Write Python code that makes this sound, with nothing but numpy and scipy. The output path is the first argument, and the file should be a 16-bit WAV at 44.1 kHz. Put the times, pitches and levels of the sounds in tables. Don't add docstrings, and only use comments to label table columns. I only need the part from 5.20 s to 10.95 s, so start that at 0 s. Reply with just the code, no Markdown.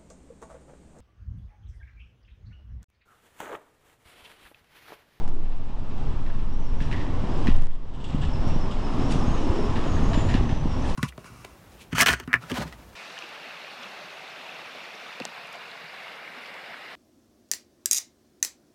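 import sys
import numpy as np
from scipy import signal
from scipy.fft import rfft, irfft, next_fast_len
from scipy.io import wavfile
from scipy.ndimage import uniform_filter1d, map_coordinates

SR = 44100
rng = np.random.default_rng(int(sys.argv[2]) if len(sys.argv) > 2 else 0)


def store_pcm(level_fs):
    pcm = np.round(np.clip(level_fs, -1, 1) * 32767).astype(np.int16)
    wavfile.write(sys.argv[1], SR, np.atleast_2d(pcm).T)


N = 253575
TIME_S = np.arange(N) / SR

# freq_hz, width_hz, gain_db
FITTING_MODES = [(990, 480, -2), (1764, 170, 6), (2330, 420, 4), (2730, 510, 5.5), (3800, 360, 0.5),
                 (5040, 880, -9.5), (7560, 1700, -22)]


def amp(db):
    return 10 ** (np.asarray(db) / 20)


def unit(x):
    return x / np.sqrt(np.mean(x ** 2) + 1e-20)


def curve(points):
    return np.interp(TIME_S, *np.transpose(points))


def wobble(rate_hz):
    knots = rng.standard_normal(int(N * rate_hz / SR) + 4)
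    return map_coordinates(knots, [TIME_S * rate_hz])


def rough_noise(depth_db, rate_hz):
    return rng.standard_normal(N) * amp(depth_db * wobble(rate_hz))


def filtered(x, response):
    size = next_fast_len(N + SR // 2)
    return irfft(rfft(x, size) * response(np.fft.rfftfreq(size, 1 / SR)), size)[:N]


def coloured(x, spectrum):
    freq_hz, gain_db = np.transpose(spectrum)
    return unit(filtered(x, lambda hz: amp(np.interp(np.log(hz + 1), np.log(freq_hz + 1), gain_db))))


def resonate(x, modes):
    def response(hz):
        return sum((-1) ** k * amp(db) * 1j * hz * width_hz / (mode_hz**2 - hz**2 + 1j * hz * width_hz)
                   for k, (mode_hz, width_hz, db) in enumerate(modes))
    return unit(filtered(x, response))


def turbulence(patch_db):
    bins = signal.stft(rng.standard_normal(N), nperseg=1024)[2]
    patches = uniform_filter1d(rng.standard_normal(bins.shape), size=5, axis=0)
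    patches = uniform_filter1d(patches, size=9, axis=1)
    return signal.istft(bins * amp(patch_db * unit(patches)), nperseg=1024)[1][:N]


def burst(peak_s, rise_s, t60_s):
    t = TIME_S - peak_s
    return np.exp(np.minimum(t, 0) / rise_s - np.log(1000) * np.maximum(t, 0) / t60_s)


def snap(start_s, modes, pitch_ratio=1, damping_ratio=.45):
    t = np.arange(SR // 20) / SR
    ring = np.zeros(len(t))
    for mode_hz, width_hz, db in modes:
        pitch_hz = pitch_ratio * mode_hz * (1 + .015 * rng.standard_normal())
        decay = np.exp(-np.pi * damping_ratio * width_hz * t)
        ring += amp(db) * decay * np.sin(2 * np.pi * pitch_hz * t)
    return np.pad(ring, (round(start_s * SR), N))[:N]


def edge_tones(notes, width_hz, waver, arch):
    out = np.zeros(N)
    breath = wobble(width_hz) + 1j * wobble(width_hz)
    flow = 1 + waver * wobble(90)
    for centre_s, length_s, pitch_hz, slide_hz_per_s, db in notes:
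        near = np.abs(TIME_S - centre_s) < length_s
        t = TIME_S[near] - centre_s
        u = t / length_s
        swell = np.exp(-np.abs(u / .58) ** 3)
        freq_hz = (pitch_hz + slide_hz_per_s * t) * flow[near] * (1 - arch * u * u)
        out[near] += amp(db) * swell * np.real(breath[near] * np.exp(2j * np.pi * np.cumsum(freq_hz) / SR))
    return out


def far_rattle(hiss_db, count=45):
    force = sum(amp(8 * size) * burst(when * N / SR, rise_s=.002, t60_s=.12)
                for when, size in rng.random((count, 2)))
    return amp(hiss_db - 10) * resonate(rng.standard_normal(N) * force, FITTING_MODES)


def clinks():
    # start_s, level_db
    hits = [(.78, -55), (.921, -59), (1.172, -66), (2.515, -56.5), (2.738, -56), (2.803, -56),
            (2.842, -44.5), (2.891, -53), (2.948, -56), (3.017, -41.5), (3.05, -64), (3.512, -44),
            (5.515, -49)]
    # freq_hz, width_hz, gain_db
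    metal_modes = [(2820, 310, 4.5), (3440, 500, 3), (5300, 1100, -11), (6900, 510, -11), (7780, 410, -9)]
    taps = sum(amp(db - 5) * snap(s, metal_modes) for s, db in hits)
    jingle = sum(amp(db - 2) * burst(s, rise_s=.002, t60_s=.34) for s, db in hits)
    return taps + jingle * resonate(rough_noise(1.7, 200), metal_modes)


def spray():
    # peak_s, level_db, rise_s, t60_s
    splashes = [(1.612, -50, 0.0044, 0.45), (1.722, -54, 0.012, 0.18), (2.283, -64, .008, 0.14),
                (3.275, -46, .004, 0.17), (3.916, -36, 0.012, 0.23), (5.695, -43, 0.059, 0.55)]
    # freq_hz, gain_db
    spectrum = [(1500, -2.5), (3000, -0.5), (5000, -4), (6300, -8.5), (7700, -9), (8700, -12.5),
                (10300, -16.5)]
    flow = sum(amp(db - .5) * burst(s, rise_s, t60_s) for s, db, rise_s, t60_s in splashes)
    return flow * coloured(rough_noise(2.3, 500), spectrum)


def gap_whistle():
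    # centre_s, length_s, pitch_hz, slide_hz_per_s, level_db
    notes = [(1.33, .07, 5600, 3500, -57.5), (1.42, .07, 6080, 0, -58), (1.49, .08, 5480, -1800, -52),
             (1.63, .12, 5640, 0, -55), (2.14, .09, 5160, -1000, -54), (3.15, .08, 5270, -1200, -47),
             (3.25, .06, 5480, 3003, -48), (3.33, .08, 5580, 1, -47), (3.39, .08, 5800, 2, -54),
             (3.43, .07, 5300, -2000, -48), (3.52, .05, 4980, 2, -52), (3.67, .12, 5180, -600, -48.5),
             (3.85, .1, 5430, 2500, -46), (3.973, .07, 5960, 0, -49), (4.02, .08, 5410, 0, -45.5),
             (4.12, .11, 6490, 0, -48), (4.19, .08, 6000, -4000, -52), (4.25, .1, 5420, -1500, -48),
             (4.42, .15, 5380, -1200, -46.5), (4.735, .1, 6590, -1800, -49), (4.8, .14, 6220, 0, -52),
             (4.87, .08, 6470, 0, -50), (5.02, .18, 7070, 200, -45), (5.35, .2, 6020, -800, -51),
             (5.55, .11, 5500, -800, -47), (5.63, .07, 6130, 4005.5, -51)]
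    loudest_db = max(note[-1] for note in notes)
    halo_notes = [(s, 1.5 * length_s, hz, slide, loudest_db + 1.2 * (db - loudest_db))
                  for s, length_s, hz, slide, db in notes]
    core = edge_tones(notes, width_hz=160, waver=.007, arch=.01)
    halo = edge_tones(halo_notes, width_hz=800, waver=.01, arch=.03)
    return amp(-8) * core + amp(-12.5) * halo


def eaves_moan():
    # centre_s, length_s, pitch_hz, slide_hz_per_s, level_db
    notes = [(.14, 0.16, 387, -77, -49.5), (1.79, .14, 265, -100, -36), (2.12, 0.13, 365, 109, -36),
             (3.85, 0.39, 270, -2, -39.5), (4.27, 0.15, 350, 149, -30.5), (4.42, .14, 380, 243, -32.5),
             (4.96, .14, 625, 402, -38), (4.97, 0.45, 305, 2.5, -46), (5.68, 0.14, 565, 0, -42)]
    return edge_tones(notes, width_hz=95, waver=.05, arch=.022)


def rattles(panel_lag_s=.0073, echo_db=-8.5):
    # start_s, contact_db, clatter_db, ring_db, ring_hz
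    knocks = [(1.064, -45, -59, -47, 1810), (1.101, -45, -66, -50, 1830), (1.604, -35, -47, -46, 1700),
              (1.714, -36, -50, -46, 1780), (1.72, -40, -54, -44, 1900), (1.728, -33.5, -57, -32, 1920),
              (1.761, -46, -53, -46, 1880), (1.801, -50, -54, -39, 1840), (2.2715, -27, -44.5, -36, 1907),
              (2.2782, -32.5, -48, -45, 1950), (3.026, -46, -48, -40.5, 1710),
              (4.559, -36, -46.5, -40, 1780), (4.564, -38, -51, -45, 1780), (4.64, -36, -54, -45, 1745),
              (4.766, -44, -54, -38, 1790), (4.9335, -28, -37.5, -42, 1850), (4.975, -39, -53, -49, 1930),
              (5.089, -32, -41.5, -43, 1932), (5.101, -33, -51, -34.5, 1860),
              (5.1415, -25, -41.5, -47, 1900), (5.293, -35, -44.5, -41, 1820), (5.641, -46, -49, -38, 1705)]
    # freq_hz, width_hz, gain_db
    panel_modes = [(1750, 200, 5), (2700, 380, 3.5), (3350, 510, 2), (3770, 550, -0.5), (5250, 1270, -10)]
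    mean_hz = np.mean([knock[-1] for knock in knocks])
    out = sum(amp(db - 8) * snap(s, FITTING_MODES, hz / mean_hz) for s, db, _, _, hz in knocks)
    scrape = resonate(rough_noise(2, 300), FITTING_MODES)
    clatter = resonate(rough_noise(2, 300), panel_modes)
    beating = np.exp(1j * (1.2 * wobble(380) + wobble(60))) * amp(2 * wobble(250))
    for s, contact_db, clatter_db, ring_db, ring_hz in knocks:
        ring = np.real(beating * np.exp(2j * np.pi * ring_hz * TIME_S))
        direct = burst(s, rise_s=.0005, t60_s=.08)
        echo = amp(echo_db) * burst(s, rise_s=.001, t60_s=.81)
        out += amp(contact_db - 7.5) * burst(s, rise_s=.0003, t60_s=.05) * scrape
        out += amp(clatter_db) * burst(s + panel_lag_s, rise_s=.0028, t60_s=.39) * clatter
        out += amp(ring_db - 2.5) * (direct + echo) * ring
    return out


def hiss(level_db):
    # freq_hz, gain_db
    hiss_spectrum = [(700, -25.5), (1500, 2.5), (2300, 1.5), (2850, 4), (3600, 0), (4300, -4.5),
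                     (5500, -5.5), (6600, -12.5), (8000, -14.5), (9000, -24.5), (10300, -24.5)]
    # freq_hz, gain_db
    fizz_spectrum = [(3000, -29.5), (5000, 1), (6500, 1), (8000, -6), (9000, -10), (10300, -10.5)]
    drops = rng.standard_normal(N) * amp(1.6 * rng.standard_normal(N))
    body = coloured(turbulence(patch_db=1) + .5 * drops, hiss_spectrum)
    body_db = level_db + .22 + .17 * wobble(37)
    fizz = coloured(turbulence(patch_db=3), fizz_spectrum)
    fizz_db = 3.3 * (level_db + 48) - 62.5
    return amp(body_db) * body + amp(fizz_db) * fizz


def roar(wind_db):
    # freq_hz, gain_db
    spectrum = [(120, -51), (250, 4), (370, -1.5), (480, 2), (720, 1), (850, 2), (1100, 0), (1300, -5),
                (1550, -12.5), (1800, -14), (2100, -18.5), (3000, -26.5), (5000, -36.5), (9000, -69.5)]
    return coloured(turbulence(patch_db=1), spectrum) * amp(wind_db + .49 + .11 * wobble(25))


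def thumps(lag_s=.00621):
    # time_s, level_db, half_width_s
    eddies = [(0.557, -23, 0.0072), (0.847, -13.5, 0.01), (1.609, -19, 0.0015), (1.786, -19, 0.0018),
              (2.034, -16, 0.0015), (2.282, -5, .0012), (2.942, -12, 0.0013), (3.247, -22, 0.0016),
              (3.265, -15.5, 0.0017), (3.319, -18.5, 0.0012), (3.356, -12.5, 0.0012),
              (3.789, -10.5, 0.0011), (3.952, -14, 0.0014), (4.077, -14, .0012), (4.296, -12, 0.0036),
              (4.827, -14, 0.0013), (4.97, -11.5, .0012), (5.145, -6.5, 0.0013), (5.205, -14.5, 0.00088),
              (5.321, -15.5, 0.0016), (5.451, -12.5, 0.0011)]
    out = np.zeros(N)
    for time_s, db, half_width_s in eddies:
        u = (TIME_S - time_s - lag_s) / half_width_s
        out += amp(db - 2) * (u * u + .5 * u - 1) * np.exp(-u * u / 2)
    return out


def buffeting(wind_db):
    # time_s, level_db
    draught = [(0, -40), (.42, -42), (.6, -39.5), (.87, -32), (1.1, -35), (1.55, -33.5), (1.7, -30),
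               (2.2, -33.5), (2.3, -21), (2.55, -49.5), (2.78, -38), (2.98, -29), (3.3, -29), (3.72, -35.5),
               (3.95, -27), (4.4, -38), (4.7, -28), (5.2, -28), (5.75, -30.5)]
    # freq_hz, gain_db
    rumble_spectrum = [(20, 2), (28, 9.5), (40, 5), (70, -1), (115, -3.5), (170, -14), (300, -29),
                       (600, -90)]
    # freq_hz, width_hz, gain_db
    entrance_modes = [(72.7, 10.7, 1), (101.1, 6.2, 0.5), (145, 10.2, -0.5), (230, 54, -18.5)]
    # freq_hz, gain_db
    flutter_spectrum = [(60, -42.5), (120, -4.5), (165, -5.5), (240, 1.5), (300, -3), (380, -6.5),
                        (460, -12.5), (650, -23.5), (1300, -71)]
    draught_db = curve(draught)
    rumble = amp(draught_db + 3.5) * coloured(rough_noise(1, 14), rumble_spectrum)
    boom = amp((draught_db + wind_db) / 2 + 2.25) * resonate(rng.standard_normal(N), entrance_modes)
    lumps = turbulence(patch_db=.36) * amp(1.8 * wobble(60))
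    flutter = amp(wind_db + 3.42) * coloured(lumps, flutter_spectrum)
    return rumble + boom + flutter


def pressure_swing():
    # time_s, level_db
    depth = [(0, -16), (.62, -25.5), (.9, -21), (1.55, -19.5), (1.72, -26.5), (2.22, -20), (2.36, -10),
             (2.74, -33.5), (3.35, -18.5), (3.6, -26), (4.0, -21.5), (5.75, -29.5)]
    # freq_hz, gain_db
    spectrum = [(3, -18.5), (7, -6.5), (12, 3.5), (16, -9), (22, -11.5), (32, -20.5), (60, -67),
                (150, -120)]
    phase = np.angle(signal.hilbert(coloured(rng.standard_normal(N), spectrum)))
    swing = coloured(np.cos(phase), spectrum=[(25, 6), (45, -36.5), (110, -68)])
    return amp(curve(depth) + 2) * swing


def overload_ticks(relax_s=.0042):
    # start_s, level_db
    jumps = [(0.079, -31.5), (0.0894, -34), (2.33, -35), (2.3425, -32), (2.3653, -27.5), (2.3715, -45),
             (2.3888, -40), (2.413, -36), (2.423, -30.5), (2.435, -35), (2.4583, -36), (2.4703, -34),
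             (2.554, -43)]
    impulses = np.zeros(N)
    for start_s, db in jumps:
        impulses[round(start_s * SR)] = amp(db + 4)
    return signal.lfilter([1], [1, -np.exp(-1 / (relax_s * SR))], impulses)


def scene():
    # time_s, level_db
    wind = [(0, -44), (.13, -50.5), (.42, -50.5), (.88, -44), (1.25, -47), (1.54, -46), (1.78, -41),
            (2.0, -40), (2.27, -36.5), (2.52, -56), (2.68, -52), (2.95, -42), (3.27, -38.5), (3.62, -38.5),
            (3.82, -35), (5.12, -35), (5.38, -40.5), (5.75, -36.5)]
    wind_db = curve(wind)
    gust_db = wind_db + 40.5
    hiss_db = -51.5 + .95 * gust_db
    microphone = pressure_swing() + buffeting(wind_db) + thumps()
    air = roar(wind_db) + hiss(hiss_db) + gap_whistle() + eaves_moan()
    building = rattles() + clinks() + far_rattle(hiss_db)
    return (microphone + air + building + spray())[None]


def record(dry):
    ceiling, cutoff_hz = .45, 10450
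    rounded = dry[0] / (1 + (dry[0] / ceiling) ** 8) ** (1 / 8)
    return filtered(rounded + overload_ticks(), lambda hz: 1 / (1 + (hz / cutoff_hz) ** 90))[None]


dry = scene()
out = record(dry)
store_pcm(out)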